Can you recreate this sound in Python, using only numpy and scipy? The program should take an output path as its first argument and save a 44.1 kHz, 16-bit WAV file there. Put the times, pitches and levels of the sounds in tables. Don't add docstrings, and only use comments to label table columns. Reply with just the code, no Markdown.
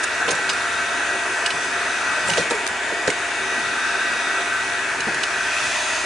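import sys
import numpy as np
from scipy import signal
from scipy.fft import rfft, irfft, next_fast_len
from scipy.io import wavfile
from scipy.ndimage import uniform_filter1d

SR = 44100
rng = np.random.default_rng(int(sys.argv[2]) if len(sys.argv) > 2 else 0)


def makeup_ratio(level_db):
    decades = np.asarray(level_db, float) / 20
    return 10 ** decades


def transcribe(u):
    v = np.clip(np.atleast_2d(u).T, -1, 1)
    q = np.round(v * 32767).astype(np.int16)
    wavfile.write(sys.argv[1], SR, q)


N = 266893
PORTS = np.array([[1], [-1]])


def unit(x):
    return x / np.sqrt(np.mean(x ** 2) + 1e-20)


def along(points, hz):
    f, v = np.transpose(points)
    return np.interp(np.log(hz + 1), np.log(f + 1), v)


def curves(rows, times=None):
    s, *cols = np.transpose(rows)
    times = np.arange(N) / SR if times is None else times
    return [np.interp(times, s, c) for c in cols]


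def wobble(rate):
    count = int(N * rate / SR) + 2
    return np.interp(np.arange(N) * rate / SR, np.arange(count), rng.standard_normal(count))


def filtered(x, response):
    m = next_fast_len(N + 8192)
    return irfft(rfft(x, m) * response(np.fft.rfftfreq(m, 1 / SR)), m)[..., :N]


def panned(x, db):
    return x * np.array([makeup_ratio(db / 2) + 0 * x[0], makeup_ratio(-db / 2) + 0 * x[0]])


# f/Hz, coherence/1
COHERENCE = [(60, 1), (130, 0.97), (270, 1), (560, 0.93), (1190, 0.73), (1700, 0.97), (2510, 0.71),
             (5290, 0.61), (11200, 0.9)]


def patches(shape, bands, frames):
    field = uniform_filter1d(rng.standard_normal(shape), size=bands, axis=0)
    return unit(uniform_filter1d(field, size=frames, axis=1))


def rush(spectrum, patchy_db, drift_db):
    z = signal.stft(rng.standard_normal((2, N)), nperseg=512)[2]
    gain_db = patchy_db * patches(z.shape[1:], 5, 12) + drift_db * patches(z.shape[1:], 3, 110)
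    pair = signal.istft(z * makeup_ratio(gain_db), nperseg=512)[1][:, :N]

    def mid_side(f):
        turn = np.arccos(np.clip(along(COHERENCE, f) - 0.04, -1, 1)) / 2
        return makeup_ratio(along(spectrum, f)) * [np.cos(turn), np.sin(turn)]

    mid, side = filtered(pair, mid_side)
    return unit(np.array([mid + side, mid - side]))


# t/s, nearness/dB, sway (-1..1), tilt (-1..1), left-right level of the grille/dB
CAMERA = [(0, -0.2, -0.56, -.9, -1), (.45, 0.04, -0.56, -0.62, -2), (.8, .5, -0.25, -0.57, 3),
          (1.2, 0.3, -0.063, .1, 7.5), (1.45, 0.15, .05, 0.41, 6), (1.75, 0, -0.019, .9, 7),
          (2.2, 1, -0.23, -0.86, 8), (2.5, -1, 0.65, -0.064, 7), (2.75, -1.5, 1, -.7, 4),
          (3.05, -1.4, .95, -.4, 5), (3.4, -0.5, 0.17, .25, 10), (3.9, .5, -0.38, 0.88, 6),
          (4.35, 0.86, -0.34, 1, 4), (4.75, -.3, -0.28, 0.21, 10), (5.0, -1, -0.042, 0.61, 7),
          (5.3, -0.1, -0.27, 0.58, 5), (5.7, 0, -0.057, 1, 1), (6.05, -0.2, 0.51, 0.78, -1)]
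# t/s, facing (0..1)
JET = [(5.15, 0.1), (5.45, 0.42), (5.55, 0.76), (5.64, 1), (5.75, 1.02), (5.88, 0.88), (6.05, .5)]


def answer(near_db, sway_db, jet_db, times=None):
    near, sway = curves(CAMERA, times)[:2]
    return near_db * near + sway_db * sway + jet_db * curves(JET, times)[0]


# t/s, half length/s, deep lift/dB, drone lift/dB
PASSES = [
    (.08, .15, -5, -7),
    (.4, 0.11, 5, 6),
    (2.32, 0.17, .5, 11.5),
    (3.8, .3, 3, 1.5),
    (4.4, 0.17, -10, -2),
    (5.1, 0.35, 1.5, 6.5),
    (5.6, .35, 9, 1),
]
# start t/s, end t/s, first f/Hz, last f/Hz, level/dB rms
ENGINES = [
    (-1, 7, 97, 97, -59.5),
    (4.5, 4.7, 115, 120, -55),
    (4, 7, 41, 44, -63),
]


def traffic():
    t = np.arange(N) / SR
    deep_db, drone_db = sum(np.outer(lifts, np.exp(-((t - s) / half) ** 2)) for s, half, *lifts in PASSES)
    deep = rush([(15, -10), (30, -1), (45, -2), (65, -4), (100, -9), (200, -60)], patchy_db=1.5, drift_db=0)
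    drone_spectrum = [(50, -60), (90, -4.5), (125, -2.5), (215, 0), (300, -39), (500, -60)]
    drone = rush(drone_spectrum, patchy_db=3.0, drift_db=2.0)
    rise_db_per_s, fall_db_per_s = 120, 34
    notes = 0
    for start, end, first_hz, last_hz, top_db in ENGINES:
        hz = np.interp(t, [start, end], [first_hz, last_hz])
        db = top_db - rise_db_per_s * np.maximum(start - t, 0) - fall_db_per_s * np.maximum(t - end, 0)
        unsteady_db = 1.8 * np.array([wobble(6.5), wobble(9)])
        notes = notes + np.sqrt(2) * makeup_ratio(db + unsteady_db) * np.sin(2 * np.pi * np.cumsum(hz) / SR)
    return makeup_ratio(deep_db - 64.5) * deep + makeup_ratio(drone_db - 53.5) * drone + notes


# peak t/s, rise/s, fall/s, peak level/dB
STROKES = [
    (.04, 0.017, 0.018, -15.5),
    (.29, .02, .06, -21),
    (2.304, 0.074, 0.046, -15.5),
    (2.374, .06, 0.11, -16.5),
]


def rustle():
    t = np.arange(N) / SR
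    level = sum(makeup_ratio(db) * np.interp(t, [s - rise, s, s + fall], [0, 1, 0]) for s, rise, fall, db in STROKES)
    grain = makeup_ratio(4.5 * wobble(500))
    scrape = rush([(300, -30), (900, -3), (3000, 0), (9500, -4), (11200, -12)], patchy_db=2.5, drift_db=0)
    return makeup_ratio(-11) * level * panned(unit(grain * scrape), -1.8)


# t/s, peak level/dB, first ring f/Hz, second ring f/Hz, thud level/dB
KNOCKS = [ (.21, -17, 723, 830, -30), (.254, -22, 468, 330, -14), (.278, -17, 478, 800, -12),
          (.287, -22, 497, 900, -14), (.282, -16, 1030, 430, -30), (.298, -25, 400, 636, -13),
          (.315, -17, 597, 302, -8), (.322, -18, 530, 480, -14), (.34, -27, 500, 600, -7),
          (.385, -21, 832, 450, -22), (.49, -23, 1030, 943, -30), (1.536, -26.5, 394, 300, -1),
          (2.17, -21, 617, 520, -33), (2.286, -16.5, 558, 924, -8), (2.309, -21, 710, 823, 1.5),
          (2.371, -12.5, 622, 503, -16), (2.3804, -7.5, 480, 525, -20), (2.394, -16.5, 562, 349, -1.5),
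          (2.507, -7.5, 473, 920, -32), (2.514, -17, 342, 616, -28), (2.528, -20, 464, 600, -30),
          (2.545, -15.5, 420, 860, -24), (2.919, -15.5, 450, 310, -23), (3.0768, -4.5, 503, 460, -10),
          (3.0882, -12, 436, 400, -23), (3.569, -22, 242, 320, -14), (5.069, -14, 220, 452, -11),
          (5.082, -19, 328, 558, -6), ]


def knocks():
    out, t = np.zeros(N + SR), np.arange(SR // 5) / SR
    scuff_spectrum = [(80, -40), (250, -2.0), (600, 0), (1100, -9.5), (2000, -25)]
    scuff = unit(filtered(rng.standard_normal(N), lambda f: makeup_ratio(along(scuff_spectrum, f))))
    for s, db, hz, second_hz, thud_db in KNOCKS:
        start = round(s * SR)
        t60 = 0.042 - 0.0035 * db
        panel = np.sin(2 * np.pi * hz * t) + 0.59 * np.sin(2 * np.pi * second_hz * t)
        panel = panel + 0.31 * scuff[start:][:len(t)]
        thud = makeup_ratio(thud_db) * (0.74 * np.sin(2 * np.pi * 110 * t) + np.sin(2 * np.pi * 170 * t))
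        envelope = makeup_ratio(db - 4.0 - 60 * t / t60) * (1 - np.exp(-t / 0.0023))
        out[start:][:len(t)] += envelope * (panel + thud)

    def at_ports(f):
        return (1j * f / (70 + 1j * f)) ** 2 * np.exp(0.2j * PORTS)

    return filtered(out[:N], at_ports) * makeup_ratio(-0.4 * PORTS)


# t/s, peak level/dB, t60/s
TICKS = [
    (2.6658, -14, .009),
    (2.6755, -10.5, .007),
    (2.689, -25, .008),
]
# f/Hz, level/dB
TICK_COLOUR = [(600, -30), (1300, -2), (4500, 0), (8000, -1), (11100, -8), (11250, 2), (11700, 4),
               (12000, -60)]


def ticks():
    out, t = np.zeros((2, N)), np.arange(SR // 20) / SR
    for s, db, t60 in TICKS:
        shared, own = rng.standard_normal((2, len(t)))
        envelope = makeup_ratio(db - 60 * (t / t60) ** 1.43) * (1 - np.exp(-t / 0.00033))
        out[:, round(s * SR):][:, :len(t)] += envelope * (shared + 0.8 * own * PORTS)
    return filtered(panned(out, 2.5), lambda f: makeup_ratio(along(TICK_COLOUR, f)))


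# t/s, peak level/dB, f/Hz, t60/s
PINGS = [(.3062, -22, 6500, 0.037), (.3100, -27, 8800, 0.046), (.2878, -20, 3130, .03),
         (.2920, -21, 4160, .02), (.4945, -17, 3830, .04), (.4975, -25, 5000, .07),
         (1.4597, -15, 2900, 0.023), (1.4620, -21, 8070, .03), (1.4650, -22, 4600, .025),
         (1.4700, -22, 2900, .025), (1.5070, -23, 2970, .03), (2.2825, -18.5, 9100, .02),
         (2.2830, -21, 7400, .05), (2.2830, -17, 8300, .012), (2.2985, -18, 2940, .025),
         (2.3000, -21, 6000, .03), (2.3350, -17, 2900, .022), (2.3355, -20, 3900, .015),
         (2.3770, -18, 3300, 0.017), (2.508, -15, 1300, .025), (2.5120, -16, 1700, .025),
         (2.5480, -18, 900, 0.028), (5.0840, -19, 780, .03), (2.2890, -20, 920, .03),
         (2.6660, -14, 1500, 0.012), (5.0060, -21, 2900, .025), (5.2335, -21, 2950, .03),
         (5.2362, -14, 2900, 0.028), (3.0795, -9.5, 1600, .03), (3.1005, -14, 2160, .03),
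         (.4935, -17, 2850, .04), (5.2360, -20, 3900, .02)]


def pings():
    out, t = np.zeros(N + SR), np.arange(SR // 10) / SR
    for s, db, hz, t60 in PINGS:
        envelope = makeup_ratio(db - 60 * t / t60) * (1 - np.exp(-t / 0.00066))
        out[round(s * SR):][:len(t)] += envelope * np.sin(2 * np.pi * hz * t)
    return panned(np.array([out[:N], out[:N]]), -2.2)


# t/s, peak level/dB, first ring f/Hz, second ring f/Hz, t60/s
CLICKS = [ (.0322, -22, 5700, 7600, .05), (.039, -11, 6880, 9100, .026), (.278, -18, 2720, 3600, .05),
          (0.288, -16.5, 3130, 4160, .045), (.3062, -14, 6500, 9000, .045), (0.313, -13, 8800, 7200, .04),
          (.3235, -21, 8800, 8000, .025), (.3500, -21, 7600, 7000, .045), (0.491, -17, 4500, 7000, 0.044),
          (0.4943, -15, 3830, 2865, .04), (.4975, -18.5, 5000, 5050, 0.065),
          (.5314, -14.5, 8270, 6000, 0.018), (1.4597, -12, 2900, 4600, .035),
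          (1.4617, -15.5, 5060, 8000, 0.034), (1.503, -19.5, 3970, 2970, .055),
          (1.6472, -18.5, 8030, 9000, .025), (2.282, -26, 9160, 7400, .025),
          (2.2975, -14, 2900, 5900, 0.041), (2.3045, -23, 7900, 9300, .03), (2.3120, -20, 3160, 4600, .03),
          (2.3343, -14, 2900, 3800, .022), (2.3715, -14, 2900, 2300, .03), (2.377, -14, 3300, 3900, .03),
          (2.379, -21.5, 5670, 5650, .14), (2.5005, -16, 8200, 5800, .02), (2.5073, -11, 3630, 6000, 0.014),
          (2.5085, -9.5, 4000, 8500, 0.014), (2.512, -20, 7500, 9500, 0.05), (2.5494, -25, 5500, 7300, .04),
          (3.0742, -15, 4240, 8400, 0.042), (3.0785, -14, 1600, 6900, .045),
          (3.1004, -11, 2130, 2900, .026), (3.1012, -13.5, 7000, 8500, 0.028),
          (5.004, -16.5, 6540, 4000, 0.033), (5.143, -20, 7000, 9200, .04), (5.232, -13, 2930, 3900, .03),
          (5.2358, -16, 4500, 3680, 0.028), ]
# f/Hz, level/dB
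CLICK_COLOUR = [(700, -42), (1800, 1), (2900, 3), (6000, 1), (9500, -2.5), (11050, -16), (11200, -45)]


def clicks():
    out, t = np.zeros((2, N + SR)), np.arange(next_fast_len(SR // 8)) / SR
    octaves = np.log2(np.fft.rfftfreq(len(t), 1 / SR) / 5000 + 0.02)
    for s, db, hz, second_hz, t60 in CLICKS:
        pitch = np.log2(hz / 5000)
        tilt_db = 4 * pitch - 2 * np.log2(t60 / 0.038)
        colour_db = tilt_db * octaves + 3 * np.exp(-((octaves - pitch) / 0.77) ** 2)
        noise = rfft(rng.standard_normal((2, len(t))))
        shared, own = unit(irfft(noise * makeup_ratio(colour_db), len(t)))
        crackle = (shared + 0.5 * own * PORTS) * makeup_ratio(-60 * (t / t60) ** 1.16)
        energy = 2.8 * np.sum(makeup_ratio(-120 * (t / t60) ** 1.4))
        crackle = crackle * np.sqrt(energy / np.sum(crackle ** 2))
        ring = 0.45 * np.sin(2 * np.pi * hz * t) + 0.42 * np.sin(2 * np.pi * second_hz * t)
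        ring = ring * makeup_ratio(-36 * t / t60)
        attack = 1 - np.exp(-t / 0.0011)
        out[:, round(s * SR):][:, :len(t)] += makeup_ratio(db - 5.0) * attack * (crackle + ring)
    return filtered(panned(out[:, :N], -3.5), lambda f: makeup_ratio(along(CLICK_COLOUR, f)))


# f/Hz, width/Hz, lift/dB
GLINT = [(414, 140, -1), (1330, 91, 2.7), (1570, 160, -0.46), (1760, 140, 2), (1900, 140, -.5),
         (2220, 89, -.5), (2570, 170, 0), (3727, 134, 7), (6190, 280, 4.5)]
# level per nearness/(dB/dB), at full sway/dB, facing the jet/dB, slide/Hz
GLINT_MOVES = [(-0.8, -.5, -6.5, 5), (2.1, -1.2, -1.5, -3), (0.6, -1.1, -4, 50), (-0.8, 1.1, 0, 10),
               (0, 0.5, 3, 0), (-1, .5, -2.5, 0), (1.1, -1.5, 4.5, 30), (-0.2, 0, -11, -60),
               (0.8, 0.1, 0, 700)]
# t/s, half length/s, level/dB
SHADED = [
    (0, .4, -2),
    (1.45, .3, -7.5),
    (2.65, 0.43, -6),
    (5.05, .35, -7),
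]


def reflected(x):
    hz, t, z = signal.stft(x, SR, nperseg=512)
    sway, tilt = curves(CAMERA, t)[1:3]

    def band(centre_hz, width_hz):
        return np.exp(-((hz[:, None] - centre_hz) / width_hz) ** 2)

    top_db = 7.5 - 4.5 * abs(tilt - 0.09)
    lift_db = top_db * band(9000 + 400 * tilt, 250)
    shade_db = sum(db * np.exp(-((t - s) / half) ** 2) for s, half, db in SHADED)
    lift_db += shade_db * band(3770, 200)
    for (centre, width, db), (*moves, slide) in zip(GLINT, GLINT_MOVES):
        lift_db = lift_db + (db + answer(*moves, t)) * band(centre + slide * sway, width)
    return signal.istft(z * makeup_ratio(lift_db), SR, nperseg=512)[1][:, :N]


# f/Hz, level/dB per Hz
CABIN = [(100, -73), (200, -26.5), (260, -8.5), (383, -5), (555, -8.5), (684, -2), (756, -6.5), (921, -5),
         (1150, -12), (1500, -54), (2530, -120)]
DUCT = [(680, -39), (1150, -9), (1510, 0), (1820, -4), (1870, -11.5), (1970, -3), (2040, -16), (2100, -9),
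        (2730, -49), (4620, -120)]
GRILLE = [(1240, -28), (2100, -11), (2180, -2.5), (2530, 1), (2710, -2), (3100, -11.5), (4030, -40),
          (6820, -120)]
HISS = [(1820, -47), (3100, -3.5), (3500, -0.5), (4040, -4.5), (4600, -4.5), (5400, -5.5), (6200, -8.5),
        (7500, -6), (9000, -11), (10000, -20), (10900, -15.5), (11150, -41.5), (11400, -60)]


def air(levels_db, angle):
    cabin_db, duct_db, grille_db, hiss_db = levels_db
    pan_db = curves(CAMERA)[-1]
    throb = 1 + 0.032 * np.sin(angle) + 0.04 * np.sin(2 * angle + 2.7)
    cabin = makeup_ratio(cabin_db) * rush(CABIN, patchy_db=1.48, drift_db=0.2)
    duct = makeup_ratio(duct_db) * panned(rush(DUCT, patchy_db=1.34, drift_db=-0.43), 1.0)
    grille = makeup_ratio(grille_db) * panned(rush(GRILLE, patchy_db=0.7, drift_db=0.6), 0.67 * pan_db)
    hiss = makeup_ratio(hiss_db) * throb * rush(HISS, patchy_db=1.23, drift_db=1.2)
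    return cabin + duct + grille + hiss


# shaft multiple, level per nearness/(dB/dB), at full sway/dB, facing the jet/dB
TONE_MOVES = [(5, 0, 1.5, 1), (8, 0.5, -1.5, 12.5), (9, 2, 5, -5), (12, -2, -1, 3), (20, 1, -2.5, 1),
              (25, 1, 0, -4), (29, 1.5, 2, -2), (32, -0.5, 2, -1), (33, 0, 1, 5)]


def tones(orders, angle, fade_db, flicker_db, lean):
    out, knots, at = np.zeros((2, N), np.float32), np.linspace(0, N, num=90), np.arange(N)
    turn = (angle % (2 * np.pi)).astype(np.float32)
    moves = {k: rest for k, *rest in TONE_MOVES}
    for k, db in orders:
        phase = rng.uniform(0, 2 * np.pi) + lean * rng.standard_normal() * PORTS
        slow, quick = rng.standard_normal((2, len(knots)))
        db = db + answer(*moves.get(k, (0, 0, 0)), knots / SR)
        db = db + fade_db * unit(uniform_filter1d(slow, size=6)) + flicker_db * quick
        size = np.interp(at, knots, np.sqrt(2) * makeup_ratio(db)).astype(np.float32)
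        out += size * np.sin(np.float32(k) * turn + phase.astype(np.float32))
    return out


# t/s, f/Hz
SHAFT = [(0.0, 77.133), (0.5, 77.143), (1.0, 77.07), (1.5, 77.088), (2.0, 77.143), (2.5, 77.035),
         (3.0, 77.172), (3.5, 77.168), (4.0, 77.12), (4.5, 77.127), (5.0, 77.169), (5.5, 77.076),
         (6.0, 77.277)]
# f/Hz, level/dB rms
BRUSH = [(2700, -51.5), (4000, -54), (5500, -60), (6500, -53), (8000, -72), (9500, -58.5), (11000, -64)]


def brush_pattern(angle, scatter_db):
    k = np.arange(2049)
    sizes = makeup_ratio(along(BRUSH, k * SHAFT[0][1]) + scatter_db * rng.standard_normal(len(k)))
    sizes = sizes * (k > 35) * (k < 143)
    turn = irfft(sizes * np.exp(2j * np.pi * rng.random(len(k)))) * 4096 / np.sqrt(2)
    return np.interp(angle / (2 * np.pi) % 1 * 4096, np.arange(4097), np.append(turn, turn[0]))


# shaft multiple, level/dB rms
ORDERS_LOW = [(1, -57), (3, -54), (5, -43.5), (6, -50), (8, -52), (9, -40.5), (11, -49), (12, -45.5),
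              (13, -47), (14, -51), (16, -49), (20, -34), (21, -45), (23, -50), (25, -34.5), (26, -54),
              (29, -40), (32, -45), (33, -46), (34, -52), (35, -52)]
# shaft multiple, level/dB rms
ORDERS_HIGH = [(45, -57), (53, -59), (55, -59), (59, -59), (75, -59), (76, -60), (77, -56), (79, -56),
               (80, -57), (81, -57), (82, -56), (83, -58), (86, -54), (88, -55), (89, -59), (116, -61),
               (118, -58), (123, -61), (124, -63), (140, -65), (142, -66)]


def motor(angle, duct_db, hiss_db):
    hiss_rise_db = hiss_db - np.median(hiss_db)
    facing_db = np.maximum(hiss_rise_db - 2.0, 0)
    hum = tones(ORDERS_LOW, angle, fade_db=1.4, flicker_db=2.2, lean=0.13)
    hum = makeup_ratio(-0.02 + 0.65 * (duct_db - duct_db.mean()) - 0.91 * facing_db) * hum
    blend = 1.5 * wobble(1.21)
    scrape = np.cos(blend) * brush_pattern(angle, scatter_db=3)
    scrape = scrape + np.sin(blend) * brush_pattern(angle, scatter_db=3)
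    whine = tones(ORDERS_HIGH, angle, fade_db=0.0, flicker_db=6.0, lean=0.56) + scrape
    return hum + makeup_ratio(-5.0 + 0.82 * hiss_rise_db) * whine


# level/dB, per nearness/(dB/dB), at full sway/dB, facing the jet/dB
LAYERS = [
    (-33.5, 0.7, 2, 2),
    (-27, 0.8, -0.1, 1.9),
    (-33, -0.1, 0.7, 3),
    (-35, 1, 0.26, 6.5),
]


def heater():
    levels_db = [db + answer(*moves) for db, *moves in LAYERS]
    angle = 2 * np.pi * np.cumsum(curves(SHAFT)[0]) / SR
    angle = angle + 0.011 * wobble(30)
    left, right = reflected(motor(angle, levels_db[1], levels_db[3]) + air(levels_db, angle))
    side = (left - right) / 2 * makeup_ratio(answer(0, 0, -1.5))
    return (left + right) / 2 + side * PORTS


def scene():
    return traffic() + rustle() + knocks() + ticks() + pings() + clicks() + heater()


def low_pass(x):
    return signal.sosfilt(signal.butter(12, 11760, fs=SR, output="sos"), x)


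def record(dry):
    band_edge = [(11120, 0), (11160, -32), (11750, -34), (11800, -120)]
    limited = filtered(dry, lambda f: makeup_ratio(along(band_edge, f)))
    return low_pass(limited)


dry = scene()
out = record(dry)
transcribe(out)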